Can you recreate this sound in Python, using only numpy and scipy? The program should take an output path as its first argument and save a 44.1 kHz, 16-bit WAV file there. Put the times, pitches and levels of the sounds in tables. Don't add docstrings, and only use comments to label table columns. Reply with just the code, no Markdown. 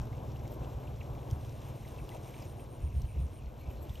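import sys
import numpy as np
from scipy import signal
from scipy.fft import rfft, irfft
from scipy.io import wavfile
from scipy.ndimage import uniform_filter1d

SR = 44100
rng = np.random.default_rng(int(sys.argv[2]) if len(sys.argv) > 2 else 0)


def unload_wav(signal):
    wavfile.write(
        sys.argv[1],
        SR,
        np.round(np.clip(np.atleast_2d(signal).T, -1, 1) * 32767).astype(np.int16),
    )


N = 176400
TIME = np.arange(N) / SR

# (frequency [Hz], time to decay by 60 dB [s], relative level [dB])
EXHAUST_MODES = [(53.3, 0.14, -4), (73.4, 0.33, -11.5), (99.4, 0.092, -17), (111.1, .11, 2.5),
                 (128.3, 0.14, 0), (148.7, 0.11, -20), (222.9, 0.29, -22)]
# (time [s], level [dB])
ENGINE_FADE = [(0, -39.5), (1.1, -43), (2, -44.5), (2.7, -49), (4, -52.5)]


def engine(firing_hz=18.25, speedup_hz_per_s=.145, jitter_s=.001, scatter_db=2, rise_s=.015):
    out, age = np.zeros(N), TIME[:N // 20]
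    cycles = firing_hz * (TIME - .005) + speedup_hz_per_s * TIME ** 2 / 2
    for start in np.interp(np.arange(int(cycles[-1]) + 1), cycles, TIME):
        thud = np.zeros(len(age))
        for hz, t60, db in EXHAUST_MODES:
            gain = amp(db + scatter_db * rng.standard_normal())
            thud += gain * np.sin(2 * np.pi * hz * age) * np.exp(-np.log(1000) * age / t60)
        add(out, start + jitter_s * rng.standard_normal(), thud * (1 - np.exp(-age / rise_s)))
    return unit(out) * curve(ENGINE_FADE), np.cos(2 * np.pi * (cycles - .4))


# (frequency [Hz], relative density [dB])
RUSH_SPECTRUM = [(100, -1), (200, -2), (280, -0.5), (340, 0.5), (420, -2.5), (510, -0.5), (780, -5.5),
                 (890, -8.5), (1020, -7.5), (1350, -19.5), (1600, -21.5), (1900, -39.5), (3000, -91)]
# (time [s], level [dB])
RUSH_ENVELOPE = [(0, -47), (.5, -48.5), (1, -49), (2.4, -50.5), (3.1, -55), (3.5, -53), (3.75, -52),
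                 (4, -55.5)]


def rush(firing_cycle, throb_depth=.088, flicker_db=1.36):
    noise = colour(rng.standard_normal(N), RUSH_SPECTRUM) * curve(RUSH_ENVELOPE)
    return noise * (1 + throb_depth * firing_cycle) * amp(flicker_db * drift(20))


# (frequency [Hz], relative density [dB])
WIND_SPECTRUM = [(15, -38), (25, -12), (40, -15), (55, -13), (70, -6.5), (100, -11.5), (160, -26),
                 (250, -29), (600, -48.5)]
# (time [s], level [dB])
GUST_ENVELOPE = [(0, -35), (.15, -51.5), (1.2, -45), (2.2, -52), (2.75, -48.5), (2.85, -38.5),
                 (3.05, -40.5), (3.12, -43.5), (3.22, -41), (3.33, -49.5), (4, -45)]
# (centre time [s], duration [s], level [dB], frequency [Hz])
EDDIES = [(0.006, 0.081, -43, 62), (0.62, 0.061, -41.5, 68.4), (0.759, 0.053, -43, 64),
          (2.051, 0.13, -44, 55), (2.853, 0.13, -36, 55.5), (2.978, 0.0895, -31, 65.7),
          (3.035, 0.075, -35, 62), (3.209, 0.15, -33, 65.3), (3.458, 0.095, -42, 54.6),
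          (3.682, 0.047, -39, 63), (3.764, 0.059, -43, 61.6), (3.899, 0.042, -38, 70)]


def wind(wander_db=1.1, rough_db=-8.5, cutoff_hz=195):
    rumble = colour(rng.standard_normal(N), WIND_SPECTRUM) * curve(GUST_ENVELOPE)
    rumble *= amp(wander_db * drift(7.53))
    thumps = np.zeros(N)
    for at, length, db, hz in EDDIES:
        eddy = puff(length, hz, octaves=.27) + amp(rough_db) * puff(length, 1.36 * hz, octaves=.89)
        add(thumps, at - length / 2, amp(db) * unit(eddy))
    return rumble + signal.sosfiltfilt(signal.butter(6, cutoff_hz, fs=SR, output="sos"), thumps)


def footfall(at_s=1.33, length_s=.0363, hz=99, db=-32):
    out, size = np.zeros(N), int(length_s * SR)
    thump = np.hanning(size) ** 2 * np.sin(2 * np.pi * (hz * TIME[:size] + rng.random()))
    add(out, at_s - length_s / 2, amp(db) * unit(thump))
    return out


# (centre time [s], duration [s], level [dB], frequency [Hz])
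HOOF_SCUFFS = [(0.245, 0.018, -48.5, 537), (0.513, 0.08, -52, 544), (2.152, 0.045, -50, 635),
               (2.368, 0.045, -60, 300), (0.629, 0.053, -68.5, 2630), (3.865, 0.15, -77, 2930)]
# (time [s], level [dB], ring frequency [Hz], ring decay [s], crack over ring [dB])
STALK_SNAPS = [(0.0162, -63, 5500, 0.0043, -8), (0.3608, -63, 2780, .005, -14),
               (.4775, -61, 5140, 0.0027, 8), (1.151, -64, 2200, .004, -8), (1.311, -56, 5500, 0.0023, 0.5),
               (2.0915, -55, 3100, 0.0019, -4), (2.149, -60, 2550, 0.0036, -3),
               (2.3418, -59, 2530, .004, -11), (2.423, -60, 4770, 0.0038, -2), (2.596, -62, 2650, .004, -8),
               (3.018, -59, 5600, .004, 2), (3.2025, -68, 6500, .003, 8), (3.7032, -64, 3040, 0.0044, -3),
               (3.895, -59.5, 3380, 0.005, -5), (3.9549, -56, 2870, .004, -7)]


def grazing(crack_hz=8000, crack_decay_s=.002):
    out, age = np.zeros(N), TIME[:SR // 80]
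    for at, length, db, hz in HOOF_SCUFFS:
        add(out, at - length / 2, amp(db) * puff(length, hz, octaves=.44))
    for at, db, hz, decay, crack_db in STALK_SNAPS:
        ring = unit(band(len(age), hz, octaves=.18) * np.exp(-age / decay))
        crack = unit(band(len(age), crack_hz, octaves=2.2) * np.exp(-age / crack_decay_s))
        add(out, at, amp(db) * unit(ring + amp(crack_db) * crack))
    return out


# (centre time [s], duration [s], peak level [dB])
GRASS_CRUNCHES = [(2.152, 0.099, -63.5), (2.275, .1, -62), (2.377, 0.15, -67), (2.444, 0.11, -61.5)]
LEAF_SWISHES = [(.53, .09, -64), (1.148, 0.06, -69), (3.6, 0.095, -68), (3.72, 0.11, -68.5),
                (3.835, 0.079, -61), (3.935, 0.073, -65.5)]
# (frequency [Hz], relative density [dB])
CRUNCH_SPECTRUM = [(1500, -6), (2400, 13), (3800, -1), (4700, -7), (6000, 6), (8000, -5), (10000, -19),
                   (12000, 2), (15000, -10)]
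SWISH_SPECTRUM = [(5000, -18), (8000, -2), (10000, -10), (12000, 10), (15500, -10)]


def rustle():
    crunches = swells(GRASS_CRUNCHES) * colour(fibres(), CRUNCH_SPECTRUM)
    swishes = swells(LEAF_SWISHES) * colour(fibres(), SWISH_SPECTRUM)
    return crunches + swishes


def fibres(breaks_per_s=1200, decay_s=.0012):
    clicks = (rng.random(N) < breaks_per_s / SR) * rng.standard_normal(N)
    energy = signal.fftconvolve(clicks ** 2, np.exp(-2 * TIME[:SR // 100] / decay_s))[:N]
    return np.sqrt(np.abs(energy)) * rng.standard_normal(N)


# (centre time [s], level [dB], centre pitch [Hz], duration [s], glide [octaves/s])
BIRD_CHIPS = [(0.13, -62.5, 2180, .012, 13), (.458, -63, 2240, .012, 25), (0.875, -61, 2770, .015, -9),
              (1.014, -55.5, 2460, .017, -45), (1.852, -60, 2090, .011, -5), (1.989, -59, 2620, .012, 27),
              (2.002, -62, 2320, .011, 20), (2.121, -60.5, 2060, .017, -9)]


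def bird(arch_octaves=.3, hoarseness=.45):
    out = np.zeros(N)
    for at, db, hz, length, glide in BIRD_CHIPS:
        size = int(length * SR)
        from_centre = TIME[:size] - length / 2
        pitch = hz * 2 ** (glide * from_centre - arch_octaves * (2 * from_centre / length) ** 2)
        tone = np.sin(2 * np.pi * np.cumsum(pitch) / SR)
        chip = np.hanning(size) * (tone + hoarseness * band(size, hz, octaves=.2))
        add(out, at - length / 2, amp(db) * unit(chip))
    return out


CHIRP_ONSETS = [1.158, 1.268, 1.383, 1.493, 1.609, 1.722, 1.838, 1.958, 2.076, 2.196, 2.316, 2.436, 2.552,
                2.677, 2.793, 2.917, 3.039, 3.168, 3.3]
# (time [s], level [dB])
CRICKET_ENVELOPE = [(1.1, -77), (1.35, -69), (1.7, -70.5), (2.1, -66), (2.6, -65), (3.4, -65.7)]


def cricket(strokes=12, strokes_per_s=126, stroke_s=.006, wing_hz=8850, rise_hz_per_s=1400):
    swell_s, rasp_gain = .044, .81
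    out, size = np.zeros(N), int(stroke_s * SR)
    for start in CHIRP_ONSETS:
        for delay in np.arange(strokes) / strokes_per_s:
            hz = (wing_hz + rise_hz_per_s * delay) * (1 + .004 * rng.standard_normal())
            tone = np.sin(2 * np.pi * (hz * TIME[:size] + rng.random()))
            stroke = unit(np.hanning(size) * (tone + rasp_gain * band(size, hz, octaves=.011)))
            add(out, start + delay, stroke * min((delay + stroke_s) / swell_s, 1))
    return through_grass(out) * curve(CRICKET_ENVELOPE)


def through_grass(x, decay_s=.02, tail_db=-8):
    age = TIME[:SR // 10]
    tail = signal.fftconvolve(x, rng.standard_normal(len(age)) * np.exp(-age / decay_s))[:N]
    return x + amp(tail_db) * np.std(x) * unit(tail)


# (frequency [Hz], relative density [dB])
DRY_HISS_SPECTRUM = [(900, -2), (1800, 3), (2600, 6.5), (4000, 2), (4650, -4), (5600, 0.5), (8000, -5.5),
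                     (8950, -4), (10000, -14), (11500, 1.3), (13700, -6), (15500, -10)]
# (time [s], level [dB])
STRAW_ENVELOPE = [(0, -65), (.55, -64), (1.05, -66), (1.5, -63.5), (1.9, -64), (2.38, -62.5), (2.66, -67.5),
                  (3, -65.5), (3.5, -70), (3.88, -66), (4, -62)]


def straw(crackle_db=-5.5, flicker_db=.83):
    hiss = colour(rng.standard_normal(N), DRY_HISS_SPECTRUM)
    ticks = amp(crackle_db) * colour(crackle(), DRY_HISS_SPECTRUM)
    return (hiss + ticks) * curve(STRAW_ENVELOPE) * amp(flicker_db * drift(22.51))


def crackle(breaks_per_s=150, lowest_hz=2024, span_octaves=2.7, decay_s=.0029, spread_db=2.5):
    out, age = np.zeros(N), TIME[:SR // 100]
    for when, rank, pitch in rng.random((int(breaks_per_s * N / SR), 3)):
        hz = lowest_hz * 2 ** (span_octaves * pitch)
        grit = uniform_filter1d(rng.standard_normal(len(age)), int(2 * SR / hz))
        grain = unit(grit * np.cos(2 * np.pi * hz * age) * np.exp(-age / decay_s))
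        strength = amp(-spread_db * np.log(max(rank, .02)))
        add(out, when * N / SR, grain * strength * np.sqrt(hz / lowest_hz))
    return out


# (centre time [s], duration [s], note level [dB], pitch [Hz], pitch spread [Hz])
TWITTER_BOUTS = [(0.32, 0.12, -85, 5550, 200), (2.865, .13, -74, 2520, 400), (3.028, 0.063, -83, 4300, 90),
                 (3.128, .13, -72.5, 2500, 450), (3.437, .12, -75, 2470, 400),
                 (3.452, 0.032, -87, 4300, 80), (3.616, 0.037, -82, 4300, 70), (3.667, 0.1, -72, 2460, 260),
                 (3.804, 0.044, -85, 4230, 70.8)]


def far_birds(notes=9, note_s=.036, blur_hz=220):
    out = np.zeros(N)
    for at, length, db, hz, spread in TWITTER_BOUTS:
        for slot, (late, detune) in zip(np.linspace(-.5, .5, notes), rng.uniform(-1.1, 1, (notes, 2))):
            pitch = hz + spread * detune
            centre = at + length * (slot + late / notes)
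            note = puff(note_s, pitch, octaves=np.log2(1 + blur_hz / pitch))
            add(out, centre - note_s / 2, amp(db) * note)
    return out


# (frequency [Hz], relative density [dB])
AIR_SPECTRUM = [(25, 10), (60, 9), (130, -3), (220, -3), (500, -10), (1000, -7), (1600, -82.5)]
# (frequency [Hz], relative density [dB])
STEREO_HISS_SPECTRUM = [(1800, -33), (2500, -36), (3100, 16), (3900, -3), (5000, -37), (6000, -31),
                        (7200, -10), (8500, 12), (11500, 23.5), (13500, -2), (15500, 11)]


def ambience(air_db=-60, hiss_db=-74, bird_gain_db=-35, grazing_gain_db=-26):
    air = amp(air_db) * colour(rng.standard_normal(N), AIR_SPECTRUM)
    hiss = amp(hiss_db) * colour(rng.standard_normal(N), STEREO_HISS_SPECTRUM)
    return air + hiss + amp(bird_gain_db) * far_birds() + amp(grazing_gain_db) * grazing()


# (frequency [Hz], left phase lead [rad], left minus right level [dB])
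CHANNEL_DIFFERENCES = [(50, .2, -.2), (140, .26, -.6), (260, .47, .4), (450, .82, 2.7), (800, 1.28, 5.3),
                       (1150, 1.1, 3.6), (1450, .45, 1), (1800, .05, 0), (7200, 0, 0), (8200, -.7, 0),
                       (8850, -1.85, 0), (10000, -3.14, 0), (11000, -4.4, 0), (12200, -5.3, 0),
                       (13500, -6.2, 0), (15300, -5.3, 0)]


def stereo_image(x):
    hz, lead, db = np.array(CHANNEL_DIFFERENCES).T
    f = np.fft.rfftfreq(N, 1 / SR)
    half = amp(np.interp(f, hz, db) / 2) * np.exp(.5j * np.interp(f, hz, lead))
    return irfft(rfft(x) * np.array([half, 1 / half]), N)


def amp(db):
    return 10 ** (np.asarray(db) / 20)


def unit(x):
    return x / np.sqrt(np.mean(x ** 2) + 1e-30)


def curve(rows):
    return amp(np.interp(TIME, *np.array(rows).T))


def swells(rows):
    out = np.zeros(N)
    for at, length, db in rows:
        add(out, at - length / 2, amp(db) * np.hanning(int(length * SR)))
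    return out


def colour(x, points):
    hz, db = np.array(points).T
    f = np.maximum(np.fft.rfftfreq(N, 1 / SR), 1)
    skirt = np.minimum(f / hz[0], 1) ** 2 * np.minimum(hz[-1] / f, 1) ** 2
    gain = amp(np.interp(np.log(f), np.log(hz), db))
    return unit(irfft(rfft(x) * gain * skirt, N))


def band(size, hz, octaves):
    f = np.maximum(np.fft.rfftfreq(N // 8, 1 / SR), 1)
    shape = np.exp(-.5 * (np.log2(f / hz) / octaves) ** 2)
    return unit(irfft(shape * np.exp(2j * np.pi * rng.random(len(f))))[:size])


def puff(length, hz, octaves):
    size = int(length * SR)
    return unit(np.hanning(size) * band(size, hz, octaves))


def drift(rate_hz):
    hold = int(SR / rate_hz)
    steps = np.repeat(rng.standard_normal(N // hold + 1), hold)
    return unit(uniform_filter1d(uniform_filter1d(steps, hold), hold)[:N])


def add(out, start, x):
    i = int(start * SR)
    x, i = x[max(-i, 0):], max(i, 0)
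    out[i:i + len(x)] += x[:max(N - i, 0)]


def scene():
    thuds, firing_cycle = engine()
    around = ambience()
    direct = thuds + rush(firing_cycle) + wind() + straw() + rustle() + footfall() + grazing()
    direct += bird() + far_birds() + cricket()
    return stereo_image(direct) + around * np.array([[1], [-1]])


def record(dry):
    low_hz, top_hz = 26, 15350
    trimmed = signal.sosfilt(signal.butter(2, low_hz, "high", fs=SR, output="sos"), dry)
    return signal.sosfilt(signal.ellip(8, .2, 70, top_hz, fs=SR, output="sos"), trimmed)


dry = scene()
out = record(dry)
unload_wav(out)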